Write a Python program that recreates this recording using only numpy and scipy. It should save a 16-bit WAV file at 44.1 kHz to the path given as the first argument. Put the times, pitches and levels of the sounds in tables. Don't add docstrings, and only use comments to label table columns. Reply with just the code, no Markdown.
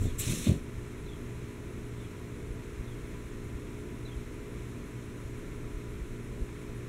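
import sys
import numpy as np
from scipy import signal
from scipy.fft import rfft, irfft
from scipy.io import wavfile

SR = 44100
rng = np.random.default_rng(int(sys.argv[2]) if len(sys.argv) > 2 else 0)


def voltage_ratio(level):
    return 10 ** (np.asarray(level, float) / 20)


def generate_wav(signal):
    frames = np.transpose(np.atleast_2d(signal))
    scaled = np.clip(frames, -1, 1) * 32767
    pcm = np.round(scaled).astype(np.int16)
    wavfile.write(sys.argv[1], SR, pcm)


N = 303408

# pitch_hz, level_db (rms)
BEATING_HUMS = [(120.07, -48), (118.26, -56), (116.76, -56)]
# multiple, level_db (rms)
PUMP_TONES = [(4, -60), (5, -55), (6, -55), (7, -53), (8, -66), (9, -73), (11, -77)]
FAN_TONES = [(2, -56), (3, -55), (4, -61), (8, -62), (10, -65), (14, -64), (20, -71)]
MAINS_TONES = [(3, -64), (4, -56)]
# pitch_hz, level_db (per Hz)
RUMBLE_COLOUR = [(12, -12), (25, 0), (45, -4.5), (90, -5.5), (150, -9), (240, -12), (330, -12.5),
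                 (440, -15.5), (520, -23), (680, -25), (780, -38), (1000, -60)]
# time_s, level_db
HOUSE_MOVEMENT = [(0.0, -35), (0.61, -45), (1.24, -49.5), (3.05, -44), (3.95, -52), (4.25, -46),
                  (4.75, -51.5), (5.46, -42), (5.81, -46), (5.98, -42), (6.46, -46), (6.88, -44)]
# pitch_hz, level_db (per Hz)
HISS_COLOUR = [(600, -34), (800, -7.5), (990, -3), (1200, -2.5), (1400, -3.5), (1650, -3.5), (2200, -2),
               (2600, -6), (3000, -11), (4100, -10), (5600, -13.5), (7200, -13.5), (10700, -18.5),
               (13500, -24.5), (16000, -30)]
# pitch_hz, level_db (rms), ring_s (time to fall 60 dB)
DUCT_TONES = [(473.5, -65.5, 0.22), (990, -67, .08), (1371, -69, 0.05)]
# start_s, buzzes (count), gap_s
BUZZ_RUNS = [
    (.625, 3, .19),
    (1.195, 8, .167),
    (2.53, 11, .1814),
    (4.525, 14, .172),
]
# start_s, length_s, pitch_hz, fall_hz, level_db
FAR_PEEPS = [
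    (6.49, .03, 9420, 150, -73),
    (6.53, .04, 9340, 0, -72),
    (6.6, .032, 9530, 60, -69),
    (6.635, .03, 9280, 100, -73),
]
# after_s (from its start), length_s, pitch_hz, fall_hz, level_db
CALL_NOTES = [
    (.003, .024, 4020, 60, 0),
    (.029, .027, 3500, 110, 0),
    (.068, .022, 3340, 70, 0),
    (.093, .02, 3120, 150, -10),
]
# start_s, level_db, opening_db (extra on the first note)
BIRD_CALLS = [
    (.023, -57, -11),
    (1.053, -55.5, -0.5),
    (1.966, -59.5, -12),
    (2.84, -60, -9),
    (4.047, -57.5, 7.5),
]
# time_s, peak_db, board_hz
PAW_STEPS = [(0.785, -29, 57), (2.51, -27, 48.7), (2.669, -37, 55), (2.8, -27.5, 47), (3.043, -32, 49),
             (3.261, -31, 52), (3.556, -30, 57), (4.172, -25, 55), (5.253, -28, 66), (5.525, -33, 54),
             (5.746, -27, 44), (5.772, -28.5, 42), (5.89, -34, 50), (6.028, -31.5, 45), (6.319, -33, 49),
             (6.425, -23, 43.4)]
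# time_s, board_db, board_hz, shell_db
CASE_KNOCKS = [(.012, -23, 91, -42), (.053, -23, 97, -44), (.085, -28.5, 78, -51), (.2, -29, 98, -47),
               (.223, -40, 99, -38.5), (.275, -22.5, 97, -44), (0.3, -24.5, 118, -41),
               (.321, -25.5, 121, -35), (0.346, -40, 110, -34), (.372, -42, 110, -35),
               (.471, -45, 110, -19), (.494, -16, 109, -22.5), (.517, -20.5, 99, -24),
               (.538, -36, 110, -33), (0.563, -27.5, 119, -34)]
# late_s, level_db, pitch_hz, length (cycles)
SHELL_SWINGS = [(.001, 0, 214, 1.8), (.01, -4.5, 333, 1.53), (.002, -14, 530, 2.6), (0, -24, 780, 0.96)]
# time_s, peak_db, pitch_hz, length (cycles)
HAND_HEAVES = [
    (.04, -29, 28.4, 1.2),
    (.13, -37, 32, 1.3),
    (.31, -34, 28, 1.6),
]
# pitch_hz, level_db (per Hz)
CASE_COLOUR = [(60, 0), (120, 0), (200, 1.5), (350, -7.5), (520, -14.5), (720, -21.5), (900, -57)]
# time_s, level_db
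SLEEVE_SPEED = [
    (0, -53.5),
    (.07, -56.5),
    (.178, -62),
    (.196, -42),
    (.23, -43),
    (.3, -38.5),
    (.42, -43),
    (.485, -45),
    (.6, -65),
]
# time_s, rub_db, hold_s
CLOTH_SNAGS = [
    (.04, -55.5, .06),
    (.2, -43, 0.034),
    (.275, -43, 0.052),
    (.445, -42, .012),
    (.47, -46, .015),
]
# pitch_hz, level_db (per Hz)
RUB_COLOUR = [(800, -17), (1150, -12.5), (1600, -12.5), (2500, -3), (3150, -8), (3750, -2), (4400, -3),
              (5200, -26)]
SWISH_COLOUR = [(4200, -11), (5300, -1), (6600, 0), (8500, -3), (9800, -3), (11000, -28)]
FIZZ_COLOUR = [(9000, -25), (10200, -0.5), (12000, -5), (14000, -12), (16000, -11)]
# time_s, rattle_db, hold_s
TAG_JERKS = [
    (.012, -54, .04),
    (.192, -36, .012),
    (.444, -51, .01),
]
# pitch_hz, level_db, ring_s (time to fall 60 dB)
TAG_TONES = [(6950, -4, 0.01), (7200, -3, 0.013), (7440, 2, 0.018), (7600, -2, 0.0068), (7830, -2, .02),
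             (8120, 3, 0.012), (8260, -5, .008), (10700, -10, .006), (15100, -7, .003)]
# time_s, level_db
TAG_TOUCHES = [
    (.188, -8),
    (.191, -2),
    (.1935, -3),
    (.197, -6),
]
# pitch_hz, level_db, ring_s (time to fall 60 dB)
CLINK_TONES = [(11640, -41, 0.07), (10600, -40, .03), (15000, -45, .03), (12400, -48, .03)]
# pitch_hz, width_hz, level_db
REFLECTION_NOTCHES = [(4710, 1160, -8), (4680, 310, -5)]

JERK_ATTACK_S = 0.016


def rms_one(x):
    return x / np.sqrt(np.mean(x ** 2) + 1e-20)


def level_in_time(rows):
    time_s, level_db = np.transpose(rows)
    return np.interp(np.arange(N) / SR, time_s, level_db, left=-200, right=-200)


def coloured(x, spectrum):
    hz, level_db = np.transpose(spectrum)
    log_hz = np.log(np.arange(N // 2 + 1) * SR / N + 1)
    gain = voltage_ratio(np.interp(log_hz, np.log(hz), level_db, left=-90, right=-90))
    return rms_one(irfft(rfft(x) * gain, N))


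def drift(rate_hz):
    r = np.exp(-80 * np.pi * rate_hz / SR)
    noise = rng.standard_normal(N // 40 + 2002)
    slow = signal.lfilter([1], [1, -2 * r, r * r], noise)[2000:]
    return np.interp(np.arange(N) / 40, np.arange(len(slow)), rms_one(slow))


def ring(clicks, hz, ring_s):
    r = voltage_ratio(-60 / (ring_s * SR))
    w = 2 * np.pi * hz / SR
    return signal.lfilter([0, np.sin(w)], [1, -2 * r * np.cos(w), r * r], clicks + 1e-18)


def grains(per_s, spread_db):
    sizes = voltage_ratio(spread_db * np.minimum(rng.exponential(1, N), 4))
    signs = rng.choice([-1, 1], N)
    return sizes * signs * (rng.random(N) < per_s / SR)


def add(out, start_s, piece):
    i = round(start_s * SR)
    piece = piece[max(-i, 0):N - i]
    out[max(i, 0):max(i, 0) + len(piece)] += piece


def bursts(rows, attack_s, fall_db_per_s):
    t = np.arange(N) / SR
    power = 0
    for s, level_db, hold_s in rows:
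        rise = np.clip(1 + (t - s) / attack_s, 0, 1) ** 2
        fall_db = fall_db_per_s * np.maximum(t - s - hold_s, 0)
        power = power + (rise * voltage_ratio(level_db - fall_db)) ** 2
    return np.sqrt(power)


def pushes(rows):
    out = np.zeros(N)
    for s, peak_db, hz, cycles in rows:
        turns = np.arange(-2 * cycles * SR // hz, 4 * cycles * SR // hz) * hz / SR
        width = cycles * np.where(turns < 0, 0.6, 0.8)
        shape = np.exp(-(turns / width) ** 2)
        add(out, s + turns[0] / hz, -voltage_ratio(peak_db) * shape * np.cos(2 * np.pi * turns))
    return out


def motors():
    t = np.arange(N) / SR
    out = np.zeros(N)
    for base_hz, tones in ((59.12, PUMP_TONES), (19.53, FAN_TONES), (60.03, MAINS_TONES)):
        for multiple, level_db in tones:
            out += voltage_ratio(level_db) * np.sin(2 * np.pi * (multiple * base_hz * t + rng.random()))
    in_step_s = 4.07
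    for hz, level_db in BEATING_HUMS:
        out += voltage_ratio(level_db) * np.cos(2 * np.pi * hz * (t - in_step_s))
    return np.sqrt(2) * voltage_ratio(0.35) * out


def room_tone():
    rumble = voltage_ratio(-43 + 0.71 * drift(3.3)) * coloured(rng.standard_normal(N), RUMBLE_COLOUR)
    lowest = signal.sosfilt(signal.butter(2, 80, fs=SR, output="sos"), rumble)
    swell_db = level_in_time(HOUSE_MOVEMENT)
    swell = voltage_ratio(0.83 * (swell_db - np.median(swell_db)))
    out = rumble + (swell - 1) * lowest
    for hz, level_db, ring_s in DUCT_TONES:
        out += voltage_ratio(level_db) * rms_one(ring(rng.standard_normal(N), hz, ring_s))
    hiss = coloured(rng.standard_normal(N), HISS_COLOUR)
    return out + voltage_ratio(-54 + 0.27 * drift(2.9)) * hiss


def insect():
    gate = np.zeros(N)
    shape = np.hanning(round(0.085 * SR)) ** 0.6
    for first_s, buzzes, gap_s in BUZZ_RUNS:
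        for k, chance in enumerate(rng.standard_normal(buzzes)):
            level_db = -72.5 + 2.2 + 0.8 * chance
            add(gate, first_s + k * gap_s - 0.042, voltage_ratio(level_db) * shape)
    wing_hz, ring_s = 10460, 0.009
    buzz = ring(ring(grains(3000, 1.5), wing_hz, ring_s), wing_hz, ring_s)
    return gate * rms_one(buzz)


def whistle(length_s, start_hz, end_hz, wobble_hz):
    part = np.linspace(0, 1, round(length_s * SR))
    count = round(length_s * 300)
    tremble = np.interp(part, np.linspace(0, 1, count), rng.standard_normal(count))
    pitch_hz = start_hz + (end_hz - start_hz) * part + wobble_hz * tremble
    return np.sin(np.pi * part) ** 0.7 * np.sin(2 * np.pi * np.cumsum(pitch_hz) / SR)


def bird_note(length_s, hz, fall_hz, level_db):
    return voltage_ratio(level_db + 3) * whistle(length_s, hz + fall_hz / 2, hz - fall_hz / 2, wobble_hz=55)


def birds():
    out = np.zeros(N)
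    for s, call_db, opening_db in BIRD_CALLS:
        add(out, s - 0.005, voltage_ratio(call_db - 4.5) * whistle(0.125, 4050, 2900, wobble_hz=200))
        for after_s, length_s, hz, fall_hz, note_db in CALL_NOTES:
            level_db = call_db + note_db + opening_db * (hz == CALL_NOTES[0][2])
            add(out, s + after_s, bird_note(length_s, hz, fall_hz, level_db))
    for s, length_s, hz, fall_hz, level_db in FAR_PEEPS:
        add(out, s, bird_note(length_s, hz, fall_hz, level_db))
    lag_s = np.arange(SR // 8) / SR
    echoes = rng.standard_normal(len(lag_s)) * voltage_ratio(-60 * lag_s / 0.12)
    echoes = echoes / np.linalg.norm(echoes)
    return out + voltage_ratio(-9) * signal.fftconvolve(out, echoes)[:N]


def paws():
    return pushes([(s, peak_db - 2.0, hz, 0.7) for s, peak_db, hz in PAW_STEPS])


def rocking():
    swings = []
    for s, board_db, board_hz, shell_db in CASE_KNOCKS:
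        swings.append((s, board_db, board_hz, 1.28))
        for late_s, level_db, hz, cycles in SHELL_SWINGS:
            chance = rng.standard_normal()
            swings.append((s + late_s, shell_db + level_db + chance, hz * (1 + 0.05 * chance), cycles))
    return pushes(swings) + pushes(HAND_HEAVES)


def case_rumble():
    contacts = [(s, max(board_db, shell_db) - 11.5, 0) for s, board_db, _, shell_db in CASE_KNOCKS]
    shudder = bursts(contacts, attack_s=0.0066, fall_db_per_s=298)
    friction = voltage_ratio(level_in_time(SLEEVE_SPEED) - 3)
    lumps = voltage_ratio(1.6 * drift(25))
    return np.hypot(shudder, friction) * lumps * coloured(grains(600, 2.5), CASE_COLOUR)


def zip_tag():
    swish = voltage_ratio(level_in_time(SLEEVE_SPEED))
    shaking = np.hypot(voltage_ratio(-22) * swish, bursts(TAG_JERKS, JERK_ATTACK_S, fall_db_per_s=250))
    rattle = np.zeros(N)
    for hz, level_db, ring_s in TAG_TONES:
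        rattle += voltage_ratio(level_db) * ring(grains(1500, 2.3), hz, ring_s)
    out = shaking * rms_one(rattle)
    strike = np.zeros(N)
    for s, level_db in TAG_TOUCHES:
        strike[round(s * SR)] = voltage_ratio(level_db)
    for hz, level_db, ring_s in CLINK_TONES:
        out += voltage_ratio(level_db) * ring(strike, hz, ring_s)
    return out


def sleeve():
    swish = voltage_ratio(level_in_time(SLEEVE_SPEED))
    rub = np.hypot(voltage_ratio(-4) * swish, bursts(CLOTH_SNAGS, attack_s=0.011, fall_db_per_s=245))
    crackle = voltage_ratio(-6) * bursts(TAG_JERKS, JERK_ATTACK_S, fall_db_per_s=450)
    fizz = np.hypot(voltage_ratio(-8.5) * swish, crackle)
    stroke = drift(60)
    out = rub * coloured(grains(6000, 2.5), RUB_COLOUR) * voltage_ratio(0.8 * stroke + 0.8 * drift(60))
    out += swish * coloured(grains(10000, 1.1), SWISH_COLOUR) * voltage_ratio(0.81 * stroke + 0.6 * drift(60))
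    out += fizz * coloured(grains(12000, 2.5), FIZZ_COLOUR) * voltage_ratio(0.74 * stroke)
    return out


def scene():
    background = motors() + room_tone() + insect() + birds()
    handling = rocking() + case_rumble() + zip_tag() + sleeve()
    return (background + paws() + handling)[None]


def low_pass(x):
    return signal.sosfilt(signal.butter(12, 16410, fs=SR, output="sos"), x)


def record(dry):
    for hz, width_hz, cut_db in REFLECTION_NOTCHES:
        w = 2 * np.pi * hz / SR
        depth = voltage_ratio(cut_db / 2)
        width = np.sin(w) * width_hz / hz / 2
        b = [1 + width * depth, -2 * np.cos(w), 1 - width * depth]
        a = [1 + width / depth, -2 * np.cos(w), 1 - width / depth]
        dry = signal.lfilter(b, a, dry)
    top_cut = signal.ellip(12, 0.5, 80, 15740, fs=SR, output="sos")
    mix = signal.sosfilt(top_cut, dry)
    return low_pass(mix)


dry = scene()
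out = record(dry)
generate_wav(out)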